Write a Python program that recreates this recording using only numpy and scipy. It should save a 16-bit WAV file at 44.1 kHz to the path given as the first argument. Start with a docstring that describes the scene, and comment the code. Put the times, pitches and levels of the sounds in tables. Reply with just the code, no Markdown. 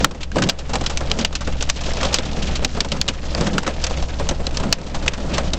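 """Hail and heavy rain on a parked car with its engine idling, heard from inside the cabin.
Rain pours hard at first, with a loud stone almost at once; it lulls, swells near 0.5 s with the loudest
crack, then swells again near 1.2, 2, 3.5 and 4.7 s. Throughout, stones crack (noise shaped like glass,
plus a short tone) and thud on the roof, over pattering grains, low drumming and the engine's hum.
The microphone's gain control ducks after each loud stone, and the loudest stones clip."""
import sys
import numpy as np
from scipy import signal
from scipy.fft import rfft, irfft
from scipy.io import wavfile
from scipy.ndimage import uniform_filter1d

SR = 44100
rng = np.random.default_rng(int(sys.argv[2]) if len(sys.argv) > 2 else 0)


def dump_mix(stems):
    """Bounce the given channels to the path in sys.argv[1] as a 16-bit WAV at rate SR."""
    frames = np.atleast_2d(stems).T  # one column per channel
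    limited = np.clip(frames, -1, 1)  # hard clip at full scale
    pcm = np.round(limited * 32767).astype(np.int16)
    wavfile.write(sys.argv[1], SR, pcm)


N = 246078  # length in samples

# All levels below are those ahead of the microphone's gain control. cracks and thuds of stones: [start t/s,
# crack peak level/dB, crack centre f/Hz, thud level before it dies away/dB, basic crack ring time t/s (time to
# fall 60 dB)]
CRACKS_AND_THUDS = [(0.005, -17, 1670, -19, 0.036), (0.045, 9.5, 1376, -5.5, 0.026),
                    (0.11, -10, 1140, -15.5, 0.04), (0.147, -18.5, 2010, -15, 0.029),
                    (0.206, -16.5, 3160, -22, 0.091), (0.231, -7.5, 2840, -36, 0.037),
                    (0.317, -14, 1600, -42, 0.017), (0.358, -8, 760, -6.5, 0.025),
                    (0.365, -31, 797, -3, 0.032), (0.383, -1.5, 1370, -1.5, 0.039),
                    (0.421, 1.5, 1510, -8, 0.043), (0.437, -2.5, 3070, -20, 0.034),
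                    (0.488, 2, 3800, -9.5, 0.056), (0.496, 10, 4700, -39, 0.031),
                    (0.586, -13, 4130, -20.5, 0.076), (0.646, -32, 2500, -35, 0.036),
                    (0.692, -14, 891, -16, 0.081), (0.733, -7, 725, -8.5, 0.079),
                    (0.755, -1.2, 870, -18.5, .028), (0.81, -12.5, 770, -13, 0.033),
                    (0.837, -15.5, 1170, -26, 0.064), (0.862, -1, 3970, -34, 0.042),
                    (0.896, -9.5, 789, -21, 0.084), (0.973, -1.5, 6390, -59, 0.024),
                    (1.007, -13.5, 775, -15, 0.018), (1.115, 1, 3170, -17.5, 0.017),
                    (1.187, -8.5, 5560, -13, 0.063), (1.21, -10.5, 3330, -34, 0.056),
                    (1.248, 3.5, 3000, -28, 0.03), (1.327, -12.5, 1290, -22, 0.035),
                    (1.352, -2.5, 4400, -43, .045), (1.407, -15.5, 1180, -21.5, .072),
                    (1.474, -14, 1320, -17, 0.027), (1.523, -25, 2750, -42, 0.055),
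                    (1.607, -8, 3250, -22, 0.06), (1.625, -2.5, 6700, -37, 0.027),
                    (1.691, -10.5, 3000, -35, 0.049), (1.698, -0.1, 5560, -43, .029),
                    (1.758, -15, 3360, -21, 0.1), (1.809, -16, 860, -31, 0.066),
                    (1.835, -17.5, 2660, -34, 0.064), (1.857, -18, 4380, -38, 0.1),
                    (1.935, -14, 5170, -34, 0.022), (1.969, -12, 770, -18, 0.042),
                    (2.011, -9, 1830, -32, 0.039), (2.03, -6, 1150, -35, 0.043),
                    (2.049, -10, 3260, -12.5, 0.049), (2.128, -11, 4860, -20, 0.057),
                    (2.142, 3.5, 4930, -28, 0.035), (2.154, -5.5, 4000, -30, 0.082),
                    (2.186, 3.6, 3440, -8, 0.029), (2.261, -15, 756, -18, .026),
                    (2.369, -28, 845, -21, 0.017), (2.422, -14, 3550, -37, 0.067),
                    (2.469, -16, 2990, -30, 0.08), (2.554, -10.5, 4000, -27, 0.059),
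                    (2.621, -27, 740, -15, 0.071), (2.647, 1.5, 3800, -13, 0.024),
                    (2.748, -19, 1580, -18, 0.028), (2.771, -26, 816, -13.5, .027),
                    (2.805, 2, 3630, -12.5, 0.03), (2.847, -7, 830, -13, 0.033),
                    (2.886, -19, 4470, -32, 0.037), (2.918, -3.5, 3270, -12.5, 0.04),
                    (2.964, -20, 1310, -25, 0.062), (3.014, 2, 4500, -33, 0.02),
                    (3.063, -26, 864, -17, .031), (3.079, -4, 4030, -25, .05),
                    (3.085, 2.1, 2880, -10, 0.042), (3.134, -21.5, 1200, -33, 0.086),
                    (3.252, -25, 900, -24, 0.11), (3.349, -6, 4700, -14, 0.012),
                    (3.377, -19, 770, -18, 0.032), (3.409, -9.5, 800, -10, 0.033),
                    (3.468, -5, 1550, -10.5, 0.053), (3.531, -16, 891, -40, 0.063),
                    (3.581, 3, 1444, -12.5, 0.032), (3.631, -10, 974, -28, 0.033),
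                    (3.664, -7, 1470, -6, 0.065), (3.677, -2.5, 1120, -11.5, 0.016),
                    (3.739, -26, 1990, -30, 0.036), (3.839, -8, 5020, -42, 0.049),
                    (3.867, -8.5, 6420, -33, 0.025), (3.91, -12.5, 790, -20.5, 0.018),
                    (3.973, -15, 2130, -24, 0.033), (4.025, -14.5, 726, -33, 0.025),
                    (4.197, -17, 790, -15, .031), (4.289, -6, 6500, -17.5, .041),
                    (4.311, -11, 780, -12, 0.016), (4.398, -39, 800, -16, 0.03),
                    (4.468, -5.5, 4000, -17.5, 0.017), (4.509, -22.5, 2500, -31, 0.027),
                    (4.542, -20, 3000, -37, 0.086), (4.571, -5.5, 5450, -24, 0.022),
                    (4.599, -17, 751, -31, .04), (4.635, -12.5, 1230, -10.5, 0.033),
                    (4.726, 6.5, 4770, -36, 0.03), (4.815, -14, 764, -40, 0.025),
                    (4.863, -19, 3460, -25, 0.092), (4.945, -11, 774, -25, 0.073),
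                    (5.024, -19.5, 1190, -32, 0.061), (5.061, -15, 1030, -23, 0.044),
                    (5.079, 1.5, 2360, -14.5, 0.035), (5.134, -10.5, 1500, -44, 0.057),
                    (5.177, -21, 840, -15.5, .03), (5.335, -13, 3140, -21, 0.091),
                    (5.372, -17.5, 800, -24, 0.064), (5.381, -8, 1120, -16, .03),
                    (5.534, -5, 3770, -15.5, 0.036)]
# hollow knocks on a panel: [start t/s, level before rise and decay/dB]
PANEL_KNOCKS = [(0.754, -18), (1.005, -22), (1.473, -24), (1.618, -25), (2.05, -14.5), (2.621, -22),
                (2.767, -19), (2.939, -17.5), (3.408, -14), (3.467, -25), (3.677, -11), (4.196, -21.5),
                (4.311, -20), (4.4, -36), (4.596, -19.5), (5.381, -15.5)]
# how hard it pours: [t/s, basic patter on the glass level/dB, roof knocking level/dB, cabin booming level/dB]
DOWNPOUR = [(0.0, -35.5, -21, -9), (0.3, -53, -33.5, -40), (0.38, -39, -26, -8), (0.47, -32.5, -18.5, -6),
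            (0.56, -43, -25, -33), (0.76, -43, -30, -19), (1.0, -42.5, -31, -37), (1.2, -35, -22, -13),
            (1.3, -44, -33.5, -36), (1.7, -41, -49.5, -38.5), (2.04, -31.5, -18, -24.5),
            (2.3, -37.5, -25.5, -21.5), (2.7, -40, -35, -25.5), (3.05, -41, -34, -22.5),
            (3.3, -40, -31.5, -37), (3.48, -30.5, -15.5, -6.5), (3.62, -35.5, -24.5, -23),
            (3.9, -39, -31.5, -38), (4.5, -46, -30, -58), (4.66, -41.5, -23.5, -12.5),
            (4.78, -41, -26, -23.5), (5.58, -43, -26, -23)]
# tone colour of cracking glass: [f/Hz, relative level per Hz/dB]
GLASS_SPECTRUM = [(290, -46), (500, 1), (1150, 4.5), (2130, 3.5), (2650, 8.5), (3260, 7.5), (6110, 6.5),
                  (7600, 2.5), (9000, -18.5), (11700, -73), (19800, -120)]
# resonances of the roof panel: [centre f/Hz, width f/Hz, relative level/dB]
ROOF_RESONANCES = [(178.5, 119, 5), (528, 197, -0.5), (1284, 26, -9.5)]
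# tone colour of the rain hiss: [f/Hz, relative level per Hz/dB]
HISS_SPECTRUM = [(180, -26), (300, 10), (410, 2), (515, 6), (1020, -10.5), (2140, -15.5), (2760, -13.5),
                 (6220, -14.5), (7590, -17), (9000, -72), (11700, -117), (19800, -120)]
# patches that small grains land on: [centre f/Hz, relative level/dB]
GRAIN_PATCHES = [(900, 2.5), (2000, 1.5), (3500, 2), (6000, -4)]
# tone colour of the engine's wash of noise: [f/Hz, relative level per Hz/dB]
WASH_SPECTRUM = [(10, -65.5), (20, -17), (32, 4), (50, 3.5), (85, -1.5), (120, -10.5), (150, 2), (200, -7),
                 (320, -10), (600, -54), (1500, -98)]
# tone colour of the rocking car body: [f/Hz, relative level per Hz/dB]
SWAY_SPECTRUM = [(1, -25), (5, 2), (10, 2), (14, -6), (20, -3), (30, -12), (45, -30), (120, -100)]
# engine hum: [multiple of the firing cycle, average level/dB]
HUM_ORDERS = [(6, -54), (8, -25), (9, -44.5), (13, -55.5), (14, -39.5), (16, -39), (18, -41.5)]
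# uneven cylinders shake the mounts: [multiple of the firing cycle, average level/dB]
SHUDDER_ORDERS = [(2, -27), (3, -26)]

# small stones, scattered by chance
SMALL_PER_S, SMALL_T60_S = 6, 0.039
SMALL_DB, SMALL_SPREAD_DB = -32.5, 6  # crack level: a base, and how strongly chance changes it
SMALL_THUD_DB = 1  # thud compared with the crack
SMALL_LOW_HZ, SMALL_HIGH_HZ = 750, 3520
# higher cracks spread over more of the glass's modes: share at 1 kHz, and growth per octave
BROAD_AT_1K, BROAD_PER_OCTAVE = 0.29, 0.17
# the struck spot rings briefly, most under hard stones
PING_STRENGTH, PING_RISE_S = 0.85, 0.0003  # strength for a stone with the hard ring time below
HARD_T60_S = 0.024
PING_T60_AT_1K_S, PING_LAW = 0.019, 0.46  # higher spots ring for less time
KNOCK_T60_S, KNOCK_RISE_S, KNOCK_LOW_HZ = 0.14, 0.0048, 378
FAR_RAIN_DB = -44.5  # rain on the street
CYCLE_HZ = 8.13  # average firing cycles a second at idle
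WASH_DB, SWAY_DB = -29, -24.5
MIC_HZ, EDGE_HZ = 8595, 16400  # upper limits before and after the gain control


def gain_of(db):
    """Turns decibels into an amplitude."""
    return 10 ** (np.asarray(db) / 20)


def evened(x):
    """Scales a sound to an average (rms) level of 1 along time."""
    return x / np.sqrt(np.mean(x ** 2, axis=-1, keepdims=True) + 1e-20)


def read(points, hz):
    """Reads a spectrum table between its points, on a log-frequency axis."""
    f, value = np.transpose(points)
    return np.interp(np.log(hz + 1), np.log(f + 1), value)


def curve(table, column):
    """Reads one column of a timed table at every sample."""
    return np.interp(np.arange(N) / SR, [row[0] for row in table], [row[column] for row in table])


def coloured(x, gain):
    """Filters a sound by gain(hz) and scales it to rms 1."""
    size = x.shape[-1]
    return evened(irfft(rfft(x) * gain(np.fft.rfftfreq(size, 1 / SR)), size))


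def near(hz, centre_hz, octaves):
    """Gives a bell shape around a centre on the octave scale."""
    return np.exp(-(np.log2((hz + 1) / centre_hz) / octaves) ** 2)


def fading(t, t60):
    """Dies away by 60 dB in t60 seconds."""
    return gain_of(-60 * t / t60)


def rising(t, rise):
    """Swells smoothly from 0 towards 1, as a struck body starts to move."""
    return 1 - np.exp(-t / rise)


def roof_gain(hz):
    """Adds up the power of the panel resonances and leaves out the deep bass."""
    power = sum(gain_of(2 * db) / (1 + (2 * (hz - f) / width) ** 2) for f, width, db in ROOF_RESONANCES)
    return np.sqrt(power) * hz ** 2 / (hz ** 2 + 110 ** 2)


def wander(hz):
    """Makes a slow random drift of rms 1, mostly below hz."""
    return coloured(rng.standard_normal(N), lambda f: 1 / (1 + (f / hz) ** 2))


def pelting(per_s, spread_db, t60, rise):
    """Adds up the power of random uneven blows that die away; returns an amplitude of rms 1."""
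    power = gain_of(2 * spread_db * np.minimum(rng.exponential(1, N), 4))
    blows = power * (rng.random(N) < per_s / SR)
    t = np.arange(SR // 4) / SR
    ring = gain_of(-120 * t / t60) * rising(t, rise)  # power falls twice as fast as amplitude
    return evened(np.sqrt(abs(signal.oaconvolve(blows, ring)[:N])))


def hailfall():
    """Lists the cracks and thuds of the table, then small stones that chance scatters between them."""
    when, size, place = rng.random((int(SMALL_PER_S * N / SR), 3)).T
    crack_db = SMALL_DB - SMALL_SPREAD_DB * np.log(size + 0.054)
    centre_hz = SMALL_LOW_HZ * (SMALL_HIGH_HZ / SMALL_LOW_HZ) ** place ** 2
    small = [when * N / SR, crack_db, centre_hz, crack_db + SMALL_THUD_DB, SMALL_T60_S + 0 * when]
    return np.hstack([np.transpose(CRACKS_AND_THUDS), small])


def stones():
    """Stones shake the dense modes of the glass near a centre, and the roof more slowly."""
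    start_s, crack_db, centre_hz, thud_db, t60 = hailfall()[:, :, None]
    broad = np.clip(BROAD_AT_1K + BROAD_PER_OCTAVE * np.log2(centre_hz / 1000), 0.03, 1)
    t60 = np.clip(t60, 0.01, 0.3)
    t = np.arange(8192) / SR
    glass_noise, roof_noise = np.moveaxis(rng.standard_normal((len(start_s), 2, len(t))), 1, 0)

    def glass_gain(hz):
        """Mixes the whole glass spectrum with the part near the struck spot."""
        return gain_of(read(GLASS_SPECTRUM, hz)) * (broad + (1 - broad) * near(hz, centre_hz, 0.64))

    glass = coloured(glass_noise, glass_gain)
    low_pass = 1 + (np.fft.rfftfreq(len(t), 1 / SR) / 2300) ** 4
    low = irfft(rfft(glass) / low_pass, len(t))
    high = glass - low
    cabin = gain_of(-20.5) * fading(t, 0.069)  # a weaker, longer tail
    rise = 0.71 * t60 ** 2  # hard stones are short and sudden, slushy ones long and soft

    # high modes snap at once and die first; low modes ring longer
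    high_decay = 0.39 * fading(t, 0.32 * t60) + fading(t, t60) + cabin
    snap = high * high_decay * rising(t, rise)
    ring = low * (fading(t, 1.63 * t60) + cabin) * rising(t, 0.6 * rise)
    body = snap + ring

    ping_t60 = PING_T60_AT_1K_S * (1000 / centre_hz) ** PING_LAW
    ping = np.sin(2 * np.pi * centre_hz * t) * fading(t, ping_t60) * rising(t, PING_RISE_S)
    ping_level = PING_STRENGTH * (HARD_T60_S / t60) ** 0.81
    crack = body / abs(body).max(axis=1, keepdims=True) + ping_level * ping
    crack = gain_of(crack_db) * crack / abs(crack).max(axis=1, keepdims=True)

    thud = gain_of(thud_db) * coloured(roof_noise, roof_gain) * fading(t, 0.098) * rising(t, 0.003)
    out = np.zeros(N + len(t))
    for start, sound in zip(start_s[:, 0], crack + thud):
        out[round(start * SR):][:len(t)] += sound
    return out[:N]


def knocks():
    """Stones on a hollow panel ring its upper resonances, without boom and longer than a thud."""
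    t = np.arange(12000) / SR
    out = np.zeros(N + len(t))
    noise = rng.standard_normal((len(PANEL_KNOCKS), len(t)))
    body = coloured(noise, lambda hz: roof_gain(hz) / (1 + (KNOCK_LOW_HZ / (hz + 1)) ** 6))
    body = body * fading(t, KNOCK_T60_S) * rising(t, KNOCK_RISE_S)
    for (start, db), sound in zip(PANEL_KNOCKS, body):
        out[round(start * SR):][:len(t)] += gain_of(db) * sound
    return out[:N]


def patter():
    """Small grains tick on patches of different pitch, drops crackle, and far rain hisses evenly."""
    def hiss_gain(hz):
        """Gives the tone colour of rain."""
        return gain_of(read(HISS_SPECTRUM, hz))

    sheet, far = coloured(rng.standard_normal((2, N)), hiss_gain)
    close = gain_of(2.5) * sheet * pelting(500, 9.1, 0.0069, 0.000088)
    for centre_hz, db in GRAIN_PATCHES:
        patch = coloured(rng.standard_normal(N), lambda hz: hiss_gain(hz) * near(hz, centre_hz, 0.97))
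        close += gain_of(db) * patch * pelting(110, 2.56, 0.064, 0.00065)
    far = coloured(far, lambda hz: (hz / 1000) ** 0.15)  # slightly brighter
    return gain_of(curve(DOWNPOUR, 1)) * close + gain_of(FAR_RAIN_DB) * far


def drumming():
    """Many blows on the roof blend into a lumpy roll: knocks above about 300 Hz, a boom below."""
    blows = 0.082 + 0.5 * pelting(50, 0.57, 0.75, 0.0015)
    knock = coloured(rng.standard_normal(N), lambda hz: roof_gain(hz) / (1 + (300 / (hz + 1)) ** 4))
    boom = coloured(rng.standard_normal(N), lambda hz: roof_gain(hz) / (1 + (hz / 300) ** 4))
    return blows * (gain_of(curve(DOWNPOUR, 2)) * knock + gain_of(curve(DOWNPOUR, 3)) * boom)


def engine():
    """Hums at multiples of a slightly wavering firing cycle, over a wash of noise and body rocking."""
    turns = np.cumsum(CYCLE_HZ + 0.029 * wander(1.0)) / SR
    hum = np.zeros(N)
    for multiple, db in SHUDDER_ORDERS + HUM_ORDERS:
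        level = gain_of(db + 0.56 * wander(21.0)) * np.sqrt(2)  # rms to peak
        hum += level * np.sin(2 * np.pi * (multiple * turns + rng.random()))
    wash = coloured(rng.standard_normal(N), lambda hz: gain_of(read(WASH_SPECTRUM, hz)))
    sway = coloured(rng.standard_normal(N), lambda hz: gain_of(read(SWAY_SPECTRUM, hz)))
    return hum + gain_of(WASH_DB) * wash + gain_of(SWAY_DB) * sway


def scene():
    """Adds up all sources at the one microphone."""
    return (stones() + knocks() + patter() + drumming() + engine())[None]


def record(dry):
    """Limits the treble, turns the gain down after peaks, clips, shifts and limits the treble again."""
    mic_filter = signal.firwin(161, MIC_HZ, window=("kaiser", 8), fs=SR)
    mic = signal.oaconvolve(dry, mic_filter[None], "same")
    power = uniform_filter1d(mic[0] ** 2, size=88, origin=43)  # average over the last 2 ms
    level_db = 10 * np.log10(abs(power) + 1e-12)
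    fall = np.arange(N) * 39.0 / SR  # the held peak level sinks by 39 dB a second
    held_db = np.maximum.accumulate(level_db + fall) - fall
    over_db = np.maximum(held_db + 15.5, 0)  # only peaks above -15.5 dB count
    lag = np.exp(-1 / (0.0095 * SR))  # the gain needs about 10 ms to follow
    duck_db = 0.85 * signal.lfilter([1 - lag], [1, -lag], over_db)
    ducked = mic / gain_of(duck_db)
    clipped = np.clip(ducked, -0.7, 0.74) - 0.02  # uneven limits and a small offset
    edge_filter = signal.firwin(255, EDGE_HZ, window=("kaiser", 9), fs=SR)
    return signal.oaconvolve(clipped, edge_filter[None], "same")


dry = scene()
out = record(dry)
dump_mix(out)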